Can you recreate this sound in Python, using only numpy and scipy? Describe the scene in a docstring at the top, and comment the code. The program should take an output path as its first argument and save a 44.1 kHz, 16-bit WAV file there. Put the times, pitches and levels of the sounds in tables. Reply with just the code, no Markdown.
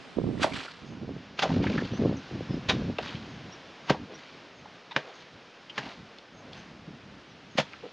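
"""Wind buffets the microphone over a soft outdoor hiss, strongest in the first seconds; thin bird calls
sound throughout. A man chops seven times into wet, grassy soil with a hoe and drags the clods back, a few metres away.
Blows are bursts of tiny fractures plus ringing wet cavities and ground thumps; drags are shaped crackle.
Snaps, mud pockets and the chafing head are crackle through resonances; wind and hiss are shaped noise.
The sound starts wide and bright, then narrows and dulls."""
import sys
import numpy as np
from scipy import signal
from scipy.fft import rfft, irfft, next_fast_len
from scipy.io import wavfile
from scipy.ndimage import uniform_filter1d, map_coordinates

SR = 44100
rng = np.random.default_rng(int(sys.argv[2]) if len(sys.argv) > 2 else 0)


def transcribe(signal):
    """Save signal, clipped to [-1, 1], as a 16-bit WAV file at the path in sys.argv[1]."""
    frames = np.atleast_2d(signal).T
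    limited = np.clip(frames, -1, 1)
    pcm = np.round(limited * 32767).astype(np.int16)
    wavfile.write(sys.argv[1], SR, pcm)


N = 349623
TIME_S = np.arange(N) / SR
HIT_S = TIME_S[:SR // 3]  # time axis of one short event
HIT_N = len(HIT_S)


def amp(db):
    """Decibels to gain."""
    return 10 ** (np.asarray(db) / 20)


def unit(x):
    """Scale to rms 1."""
    return x / np.sqrt(np.mean(x ** 2) + 1e-20)


def along(points, hz):
    """Read (Hz, value) points on a log axis."""
    f, v = np.transpose(points)
    return np.interp(np.log(hz + 1), np.log(f + 1), v)


def curve(rows, axis=1):
    """One column of a time table, per sample."""
    rows = np.asarray(rows)
    return np.interp(TIME_S, rows[:, 0], rows[:, axis])


def wobble(rate, size=N):
    """A smooth random curve with rate knots a second."""
    at = np.arange(size) * rate / SR
    knots = rng.standard_normal(int(at[-1]) + 4)
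    return map_coordinates(knots, [at])


def filtered(x, response):
    """Multiply the spectrum of x by a function of frequency."""
    n = x.shape[-1]
    m = next_fast_len(n + 4096)
    spectrum = rfft(x, m) * response(np.fft.rfftfreq(m, 1 / SR))
    return irfft(spectrum, m)[..., :n]


def resonance(f, hz, q):
    """Causal response of one damped mode."""
    damping = 1j * f * hz / q
    return damping / (hz * hz - f * f + damping)


def crackle(rate, spread_db, size):
    """Tiny fractures at random moments, of randomly spread size and sign; rms 1."""
    sizes = amp(spread_db * np.minimum(rng.exponential(size=size), 4))
    return unit((rng.random(size) < rate / SR) * sizes * rng.choice([-1, 1], size))


def steadied(x, span):
    """Hold the rms near 1 over about span seconds, keeping the finer grain."""
    power = uniform_filter1d(x * x, max(int(span * SR), 2))
    return x / np.sqrt(np.abs(power) + np.mean(x * x) / 20)


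def add(track, s, sound):
    """Mix a sound into the track from time s."""
    start = max(round(s * SR), 0)
    part = track[start:start + len(sound)]
    part += sound[:len(part)]


def swell(start, length, rise, sag_db_per_s, t60):
    """Gain of one push: a quick rise, a slowly sagging hold and a release."""
    t = np.maximum(TIME_S - start, 0)
    release_db = -60 * np.maximum(t - length, 0) / t60
    return np.minimum(t / rise, 1) * amp(-sag_db_per_s * t + release_db)


def sprinkle(spans, rate, db, spread_db, hz, octaves):
    """Small random events within each (start, level, length) span: rows of (s, peak dB, pitch Hz)."""
    rows = []
    for start, level, length, *_ in spans:
        when, size, pitch = rng.uniform(-1, 1, (3, 40))
        times = (np.arange(len(when)) + (1 + when) / 2) / rate  # one event at random in each slot
        for t, a, b in zip(times, size, pitch):
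            if t < length:
                rows.append((start + t, level + db + spread_db * a, hz * 2 ** (octaves * b)))
    return rows


def scatter(x, t60):
    """Diffuse reflections from the ground and the plants, as a decaying noise tail."""
    tail = rng.standard_normal(HIT_N) * amp(-60 * HIT_S / t60) * (1 - np.exp(-HIT_S / 0.0016))
    return signal.fftconvolve(x, tail / np.linalg.norm(tail))[:N]


# open air: start_s, hiss_db, leaves_db
AIR_LEVELS = [(0, -52, -59.5), (.9, -53, -64), (1.3, -52, -61.5), (2.2, -47.5, -56), (3.3, -48.5, -58),
              (4.5, -52.5, -62), (5.5, -53, -61.5), (6.7, -52.5, -64.5), (7.9, -55, -59.5)]
# hiss spectrum: freq_hz, relative_db
HISS_SPECTRUM = [(20, -18), (80, -17), (250, 1), (500, 2.5), (900, -2), (1500, -2), (3000, -7.5),
                 (4300, -12), (5100, -12.5), (6800, -22.5), (7800, -30), (9500, -34), (12000, -52.5),
                 (15000, -63)]


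def air():
    """An even, distant hiss, with leaves stirring when the breeze is up."""
    hiss = unit(filtered(rng.standard_normal(N), lambda f: amp(along(HISS_SPECTRUM, f))))
    rustling = crackle(rate=6000, spread_db=1, size=N)
    leaves = unit(filtered(rustling, lambda f: resonance(f, 2960, q=1.3) ** 2 / (1 + (f / 6500) ** 8)))
    hiss_gain = amp(curve(AIR_LEVELS) + 0.96 * wobble(rate=7.9))
    return hiss * hiss_gain + leaves * amp(curve(AIR_LEVELS, axis=2))


# gusts at the microphone: start_s, level_db, length_s
GUST_SPANS = [(.158, -31.5, 0.293), (0.503, -39, .07), (0.811, -43, 0.2), (0.999, -36.5, .17),
              (1.42, -36.5, 0.072), (1.489, -25.5, 0.36), (1.903, -29, 0.042), (1.976, -26, .16),
              (2.309, -34.5, 0.15), (2.482, -33.5, 0.11), (2.678, -30, 0.23), (2.991, -44.5, 0.31),
              (3.958, -44, 0.078), (5.805, -48.5, 0.073), (6.863, -45, 0.086)]
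# light buffeting between gusts: start_s, level_db
BREEZE_LEVELS = [(0, -54), (.75, -59), (1.3, -51), (2.2, -48), (3.2, -45), (3.6, -54), (4.7, -60),
                 (5.6, -64), (6.5, -54), (7.9, -58)]
# buffeting spectrum: freq_hz, relative_db
BUFFET_SPECTRUM = [(20, -38.5), (45, -12), (90, -3.5), (160, 2), (270, -0.5), (400, -15), (600, -25),
                   (1000, -30), (2000, -54), (5000, -94.5)]
GUST_RISE_S, GUST_SAG_DB_PER_S, GUST_T60_S = 0.02, 20.5, 0.27
GUST_LUMPS_DB, LUMPS_PER_S = 2.5, 28  # a gust comes in uneven lumps


def wind():
    """Eddies hit the microphone as irregular low bumps; the hardest ones flutter higher."""
    pushes = [amp(db) * swell(s, length, GUST_RISE_S, GUST_SAG_DB_PER_S, GUST_T60_S)
              for s, db, length in GUST_SPANS]
    gusts = np.max(pushes, axis=0)
    breeze = amp(curve(BREEZE_LEVELS) + 4.7 * wobble(rate=17))
    lumps = amp(GUST_LUMPS_DB * wobble(rate=LUMPS_PER_S))
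    level_db = 20 * np.log10(np.maximum(gusts * lumps, breeze))
    eddies = unit(crackle(rate=400, spread_db=2, size=N) + 0.61 * rng.standard_normal(N))
    rumble = steadied(filtered(eddies, lambda f: amp(along(BUFFET_SPECTRUM, f))), span=0.038)
    # fine turbulence rides on the pressure peaks
    turbulence = rumble ** 2 * rng.standard_normal(N)
    flutter = unit(filtered(turbulence, lambda f: resonance(f, 412, q=1) ** 3))
    force = np.clip((level_db + 54) / 22, 0, 1)
    return amp(level_db) * (rumble + amp(-13.0) * force * flutter)


# hardest eddies striking the microphone: near_peak_s, peak_db, pitch_hz
HARD_EDDIES = [(.171, -20.5, 258), (.187, -16, 392), (0.29, -20.5, 284), (.398, -27, 380),
               (1.093, -28.5, 430), (1.923, -20, 181), (2.023, -19, 400), (2.051, -16.5, 394),
               (2.128, -25, 470), (2.409, -26, 450), (2.507, -22.5, 219.5), (2.543, -19.5, 258),
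               (2.769, -26.5, 500), (2.9, -23.5, 406), (3.148, -24.5, 171), (7.555, -31, 244)]
# lesser eddies during a gust; peak re gust level
EDDIES_PER_S, EDDY_DB, EDDY_SPREAD_DB, EDDY_HZ, EDDY_OCTAVES = 22, 3, 2.5, 320, 0.36


def bumps():
    """A hard eddy is one pressure kick that swings back once or twice, with a short puff of turbulence."""
    out = np.zeros(N)
    lesser = sprinkle(GUST_SPANS, EDDIES_PER_S, EDDY_DB, EDDY_SPREAD_DB, EDDY_HZ, EDDY_OCTAVES)
    for s, db, hz in HARD_EDDIES + lesser:
        pitch_hz = hz * (0.79 + 0.54 * np.exp(-HIT_S / 0.0028))
        swing = np.sin(2 * np.pi * np.cumsum(pitch_hz) / SR)
        puff = unit(filtered(rng.standard_normal(HIT_N), lambda f: resonance(f, 1.85 * hz, q=0.89) ** 3))
        envelope = (HIT_S * hz) ** 2 * np.exp(-2.6 * HIT_S * hz)
        kick = (swing + 0.08 * puff) * envelope
        add(out, s - .002, amp(db) * kick / np.abs(kick).max())
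    return out


# pulls of the blade through earth and grass: start_s, level_db, length_s, crumbs_t60_s
PULL_SPANS = [(0.374, -46.5, .14, .3), (0.509, -38.5, 0.1, 0.67), (1.368, -43.5, 0.17, 0.93),
              (1.607, -42, 0.2, 1.4), (2.693, -51, 0.14, 0.55), (2.998, -42, 0.1, .7),
              (4.099, -52.5, 0.19, .8), (4.97, -53.5, 0.255, .7), (5.748, -47, 0.17, .5),
              (6.517, -51.5, .06, .4), (7.581, -56, 0.31, 0.95)]
# crumbling earth spectrum: freq_hz, relative_db
CRUMB_SPECTRUM = [(60, -33), (300, 12), (700, 1.5), (1300, 5.5), (2800, 4), (4500, 3.5), (6700, -9),
                  (7800, -17), (10500, -30), (14000, -35)]
PULL_RISE_S, PULL_SAG_DB_PER_S = .03, 3.5  # the blade takes up its load, then eases


def drag():
    """Grass rustles finely while coarser crumbs of several sizes tumble through it."""
    rustle = crackle(rate=5000, spread_db=3.6, size=N)
    crumbs = np.zeros(N)
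    for hz in (850, 1520, 2570, 3330):
        tumbling = crackle(rate=160, spread_db=1.5, size=N)
        crumbs += unit(filtered(tumbling, lambda f: resonance(f, hz, q=1.43) ** 2))
    clumps = unit(amp(2.2 * wobble(rate=140)))
    earth = filtered(rustle + 0.27 * crumbs, lambda f: amp(along(CRUMB_SPECTRUM, f)))
    pulls = [amp(db) * swell(s, length, PULL_RISE_S, PULL_SAG_DB_PER_S, t60)
             for s, db, length, t60 in PULL_SPANS]
    effort = np.max(pulls, axis=0)
    return effort * steadied(earth, span=0.031) * clumps


# loudest stems snapping and stones ticking on the steel: start_s, peak_db, pitch_hz, t60_s
LOUD_SNAPS = [(.597, -27, 3030, 0.016), (.681, -32.5, 1420, 0.023), (1.641, -28.5, 2300, 0.019),
              (1.667, -25, 1890, .05), (1.778, -23.5, 1660, .06), (2.985, -20.5, 2817, 0.033),
              (3.073, -30, 2750, 0.017), (3.153, -33, 3000, 0.046), (4.656, -36.5, 870, 0.028),
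              (4.963, -14, 2840, 0.015), (4.9636, -12.5, 1490, 0.025), (6.185, -38, 3720, .015),
              (6.532, -33.5, 3580, 0.042), (7.734, -30, 2430, 0.021), (7.738, -37, 1340, .033)]
# lesser snaps during a pull; peak re pull level
GRIT_PER_S, GRIT_DB, GRIT_SPREAD_DB = 70, 5, 3
GRIT_HZ, GRIT_OCTAVES, GRIT_T60_S = 2430, 0.77, 0.024


def snaps():
    """A sharp break and a quick spray of smaller ones, through one broad resonance, muffled by wet earth."""
    out = np.zeros(N)
    grit = sprinkle(PULL_SPANS, GRIT_PER_S, GRIT_DB, GRIT_SPREAD_DB, GRIT_HZ, GRIT_OCTAVES)
    for s, db, hz, t60 in LOUD_SNAPS + [(*row, GRIT_T60_S) for row in grit]:
        breaks = crackle(rate=5000, spread_db=-1.0, size=HIT_N) * amp(-60 * HIT_S / t60)
        breaks[0] += 4
        tick = filtered(breaks, lambda f: resonance(f, hz, q=2.3) ** 2 / (1 + (f / 6000) ** 4))
        add(out, s, amp(db) * tick / np.abs(tick).max())
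    return out


# blade tearing into turf: peak_s, level_db, rise_s, t60_s, tilt_db_per_octave, slit_hz, brush_db (re level)
BLADE_CUTS = [(.432, -21.5, 0.0059, 0.082, 2, 1310, -9), (1.393, -23, 0.0044, 0.048, 1.5, 1300, -21),
              (1.428, -22, 0.011, .075, 1.5, 700, -18), (2.699, -19, .015, 0.073, 1, 3660, -32),
              (3.898, -19, 0.0018, 0.073, -0.5, 930, -14), (4.9638, -23, 0.0028, 0.066, -1.5, 1740, -23),
              (5.780, -24.5, .0019, 0.066, -.5, 1810, -17), (7.586, -22, 0.014, 0.083, 2, 1820, -24.5),
              (7.601, -24.5, .005, 0.038, 0, 870, -30)]
# tearing turf spectrum: freq_hz, relative_db
TURF_SPECTRUM = [(40, -32), (95, -11), (150, 4.5), (400, -2), (900, 3.5), (1600, 1), (3000, 1),
                 (4500, -6.5), (6700, -17), (7800, -29), (10000, -36), (13000, -50), (15000, -45)]
# swell of the grass before the bite; crumbs after it (re level)
BRUSH_DB_PER_S, TRAIL_DB, TRAIL_T60_S = 700, -26, .4


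def cuts():
    """Stems and roots tear ever louder as the blade enters, then die away as the soil brakes it."""
    out = np.zeros(N)
    t = HIT_S - .05  # zero at the peak
    for s, db, rise, t60, tilt, hz, brush_db in BLADE_CUTS:
        slit = lambda f: 1 + 1.18 * resonance(f, hz, q=10.5)
        tilt_db = lambda f: tilt * np.log2(np.clip(f, 300, 12000) / 2000)
        colour = lambda f: slit(f) * amp(along(TURF_SPECTRUM, f) + tilt_db(f))
        fractures = crackle(rate=6000, spread_db=2.5, size=HIT_N)
        tearing = steadied(filtered(fractures, colour), span=0.0056)
        # the blade parts the grass just before it bites
        brushing = amp(brush_db + np.minimum(t + rise, 0) * BRUSH_DB_PER_S)
        entering = np.maximum(np.clip(1 + t / rise, 0, 1) ** 1.03, brushing)
        after = np.maximum(t, 0)
        crumb_trail = amp(TRAIL_DB - 60 * after / TRAIL_T60_S)
        braking = amp(-60 * after / t60) + crumb_trail
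        add(out, s + t[0], amp(db) * entering * braking * tearing)
    # high-pass at 110 Hz
    return filtered(out, lambda f: (f / 110) ** 2 / ((f / 110) ** 2 - 1 - 1.2j * f / 110))


# blade seating, clods landing, air pockets closing in mud:
# start_s, level_db, pitch_hz, t60_s, thump_db (re level)
WET_PLOPS = [(.4429, -6.5, 556, 0.027, -19.5), (.463, -23.5, 643, 0.13, -27),
             (1.433, -13.5, 695, 0.067, -21), (1.452, -21, 617, 0.11, -11), (1.503, -23.5, 680, 0.041, -8),
             (1.640, -18, 875, .03, -9), (2.7042, -18.5, 710, 0.076, -10), (2.987, -15, 543, 0.047, -33),
             (3.9033, -7, 520, 0.035, -2.5), (3.945, -28, 620, .06, -16), (4.966, -27, 550, 0.12, -6.5),
             (5.782, -30, 480, 0.053, 5), (7.585, -14, 526, 0.056, -2.5), (7.598, -17, 803, 0.039, -3.5)]
GROUND_HZ, GROUND_OCT_PER_DB = 94, 0.01  # pitch a full-scale thump settles to; lighter blows sound higher


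def plops():
    """A wet cavity rings briefly, sinking in pitch as it opens, over a dull push of the ground."""
    out = np.zeros(N)
    for s, db, hz, t60, thump_db in WET_PLOPS:
        pitch_hz = hz * (1 + 0.57 * np.exp(-HIT_S / 0.0018) + 0.1 * wobble(rate=320, size=HIT_N))
        cavity = np.sin(2 * np.pi * np.cumsum(pitch_hz) / SR)
        splat = filtered(rng.standard_normal(HIT_N), lambda f: resonance(f, hz, q=1.19) ** 2)
        wet_envelope = amp(-60 * HIT_S / t60) * (1 - np.exp(-HIT_S / 0.0012))
        wet = (0.58 * cavity + 0.57 * steadied(splat, span=0.0051)) * wet_envelope
        settled_hz = GROUND_HZ * 2 ** (-GROUND_OCT_PER_DB * (db + thump_db))
        ground_hz = settled_hz + 170 * np.exp(-HIT_S / 0.0078)  # the sod slackens as it gives
        ground = np.sin(2 * np.pi * np.cumsum(ground_hz) / SR)
        push = ground * amp(thump_db - 60 * HIT_S / 0.042) * (1 - np.exp(-HIT_S / 0.0022))
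        add(out, s, amp(db) * (wet + push))
    return out


# one bird repeats the same falling note: start_s
WHISTLE_STARTS = [.84, 1.45, 3.27, 3.83, 4.53, 5.12, 6.32, 7.48]
# other short bird chirps, rising or falling, before the loss over distance:
# start_s, level_db, length_s, start_hz, end_hz
OTHER_CHIRPS = [(1.921, -46, 0.068, 5800, 6230), (2.164, -43, 0.017, 6950, 5330),
                (2.495, -48.5, 0.059, 5480, 5040), (3.513, -42, 0.03, 5340, 5760),
                (4.135, -43, 0.026, 5600, 5780), (6.558, -54, 0.047, 5860, 6270),
                (7.275, -59, .06, 6600, 5300)]
# the falling note, before the loss over distance
WHISTLE_DB, WHISTLE_S, WHISTLE_FROM_HZ, WHISTLE_TO_HZ = -59, .11, 6720, 6260


def birds():
    """Thin, wavering whistles that glide quickly and level off."""
    out = np.zeros(N)
    whistles = [(s, WHISTLE_DB, WHISTLE_S, WHISTLE_FROM_HZ, WHISTLE_TO_HZ) for s in WHISTLE_STARTS]
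    for s, db, length, start_hz, end_hz in whistles + OTHER_CHIRPS:
        u = np.minimum(HIT_S / length, 1)
        glide_hz = end_hz + (start_hz - end_hz) * (1 - u) ** 1.4
        pitch_hz = glide_hz + 110 * wobble(rate=400, size=HIT_N)
        waver_db = 3 * wobble(rate=140, size=HIT_N)
        tone = np.sin(2 * np.pi * np.cumsum(pitch_hz) / SR)
        add(out, s, amp(db + waver_db) * np.sin(np.pi * u) * tone)
    return out


# waterlogged earth sucking at the blade: start_s, level_db, length_s, pitch_hz
MUD_SQUELCHES = [(4.067, -45.5, 0.11, 344), (5.001, -48.5, .14, 574), (5.793, -46.5, 0.15, 724),
                 (6.301, -54.5, 0.35, 633), (7.826, -38.5, 0.051, 413)]


def squelches():
    """A cluster of small pockets opens in the mud as the blade pulls free."""
    out = np.zeros(N)
    for s, db, length, hz in MUD_SQUELCHES:
        pops = crackle(rate=1200, spread_db=1, size=HIT_N)
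        pockets = filtered(pops, lambda f: resonance(f, hz, q=1.3) ** 2)
        arch = np.sin(np.pi * np.minimum(HIT_S / length, 1))
        add(out, s, amp(db) * steadied(pockets, span=0.047) * arch)
    return out


# head chafing on the handle in the downswing: start_s, level_db, length_s, low_hz, high_hz
HANDLE_CHAFES = [(4.91, -39.5, 0.026, 985, 3630), (5.696, -40.5, .016, 2970, 3040)]


def chafes():
    """Steel slips on wood in a short, rough squeak: uneven slips ring two resonances and buzz between them."""
    out = np.zeros(N)
    for s, db, length, low_hz, high_hz in HANDLE_CHAFES:
        slips = crackle(rate=2500, spread_db=2, size=HIT_N)
        ring = lambda hz, q: steadied(filtered(slips, lambda f: resonance(f, hz, q) ** 2), span=0.013)
        buzz = ring(np.sqrt(low_hz * high_hz), q=0.88)
        squeak = ring(low_hz, q=8) + 0.79 * ring(high_hz, q=13) + 0.77 * buzz
        release_db = -60 * np.maximum(HIT_S - 0.61 * length, 0) / .03
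        grip = np.minimum(HIT_S / .001, 1) * amp(release_db)
        muffled = filtered(squeak, lambda f: 1 / (1 + (f / 6000) ** 6))
        add(out, s, amp(db) * unit(muffled) * grip)
    return out


# stereo width and treble: start_s, side_db, top_db
IMAGE_CURVE = [(0, -8.5, 2.5), (.55, -8, 9), (.9, -14, -5), (1.4, -28.5, -11.5), (2, -59, -10),
               (3, -51, -8), (7.9, -43, -5.5)]
LEAN, WIDTH_DB = 0.2, -2  # lean of the wide image to the right; its unrelated part
PORT_DB, PORT_HZ, PORT_LAG_RAD = 4.5, 430, .5  # wind strikes the right port harder and a little later


def scene():
    """All sources lie ahead; the two channels differ only as far as the image is wide."""
    hoe = cuts() + plops() + snaps() + chafes() + squelches() + drag()
    calls = birds()
    far_birds = amp(-8.5) * calls + amp(-9) * scatter(calls, t60=0.11)
    buffet = wind() + bumps()
    mid = hoe + amp(-12.5) * scatter(hoe, t60=0.16) + far_birds + buffet + air()
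    unrelated = amp(-2.0) * scatter(hoe, t60=.02) + wind() + air()
    port = lambda f: np.abs(resonance(f, PORT_HZ, q=.8)) * np.exp(-1j * PORT_LAG_RAD)
    windward = filtered(buffet, port)
    wide = amp(WIDTH_DB) * unrelated - LEAN * mid - amp(PORT_DB) * windward
    side = amp(curve(IMAGE_CURVE)) * wide
    return np.array([mid + side, mid - side])


TOP_HZ = 15000


def record(dry):
    """The treble above about 7 kHz is brighter at first; nothing passes the band limit."""
    top = filtered(dry, lambda f: np.clip((f - 6800) / 1000, 0, 1) / (1 + (f / 11000) ** 8))
    coloured = dry + top * (amp(curve(IMAGE_CURVE, axis=2)) - 1)
    return filtered(coloured, lambda f: 1 / (1 + (f / 12500) ** 8) * (f < TOP_HZ))


dry = scene()
out = record(dry)
transcribe(out)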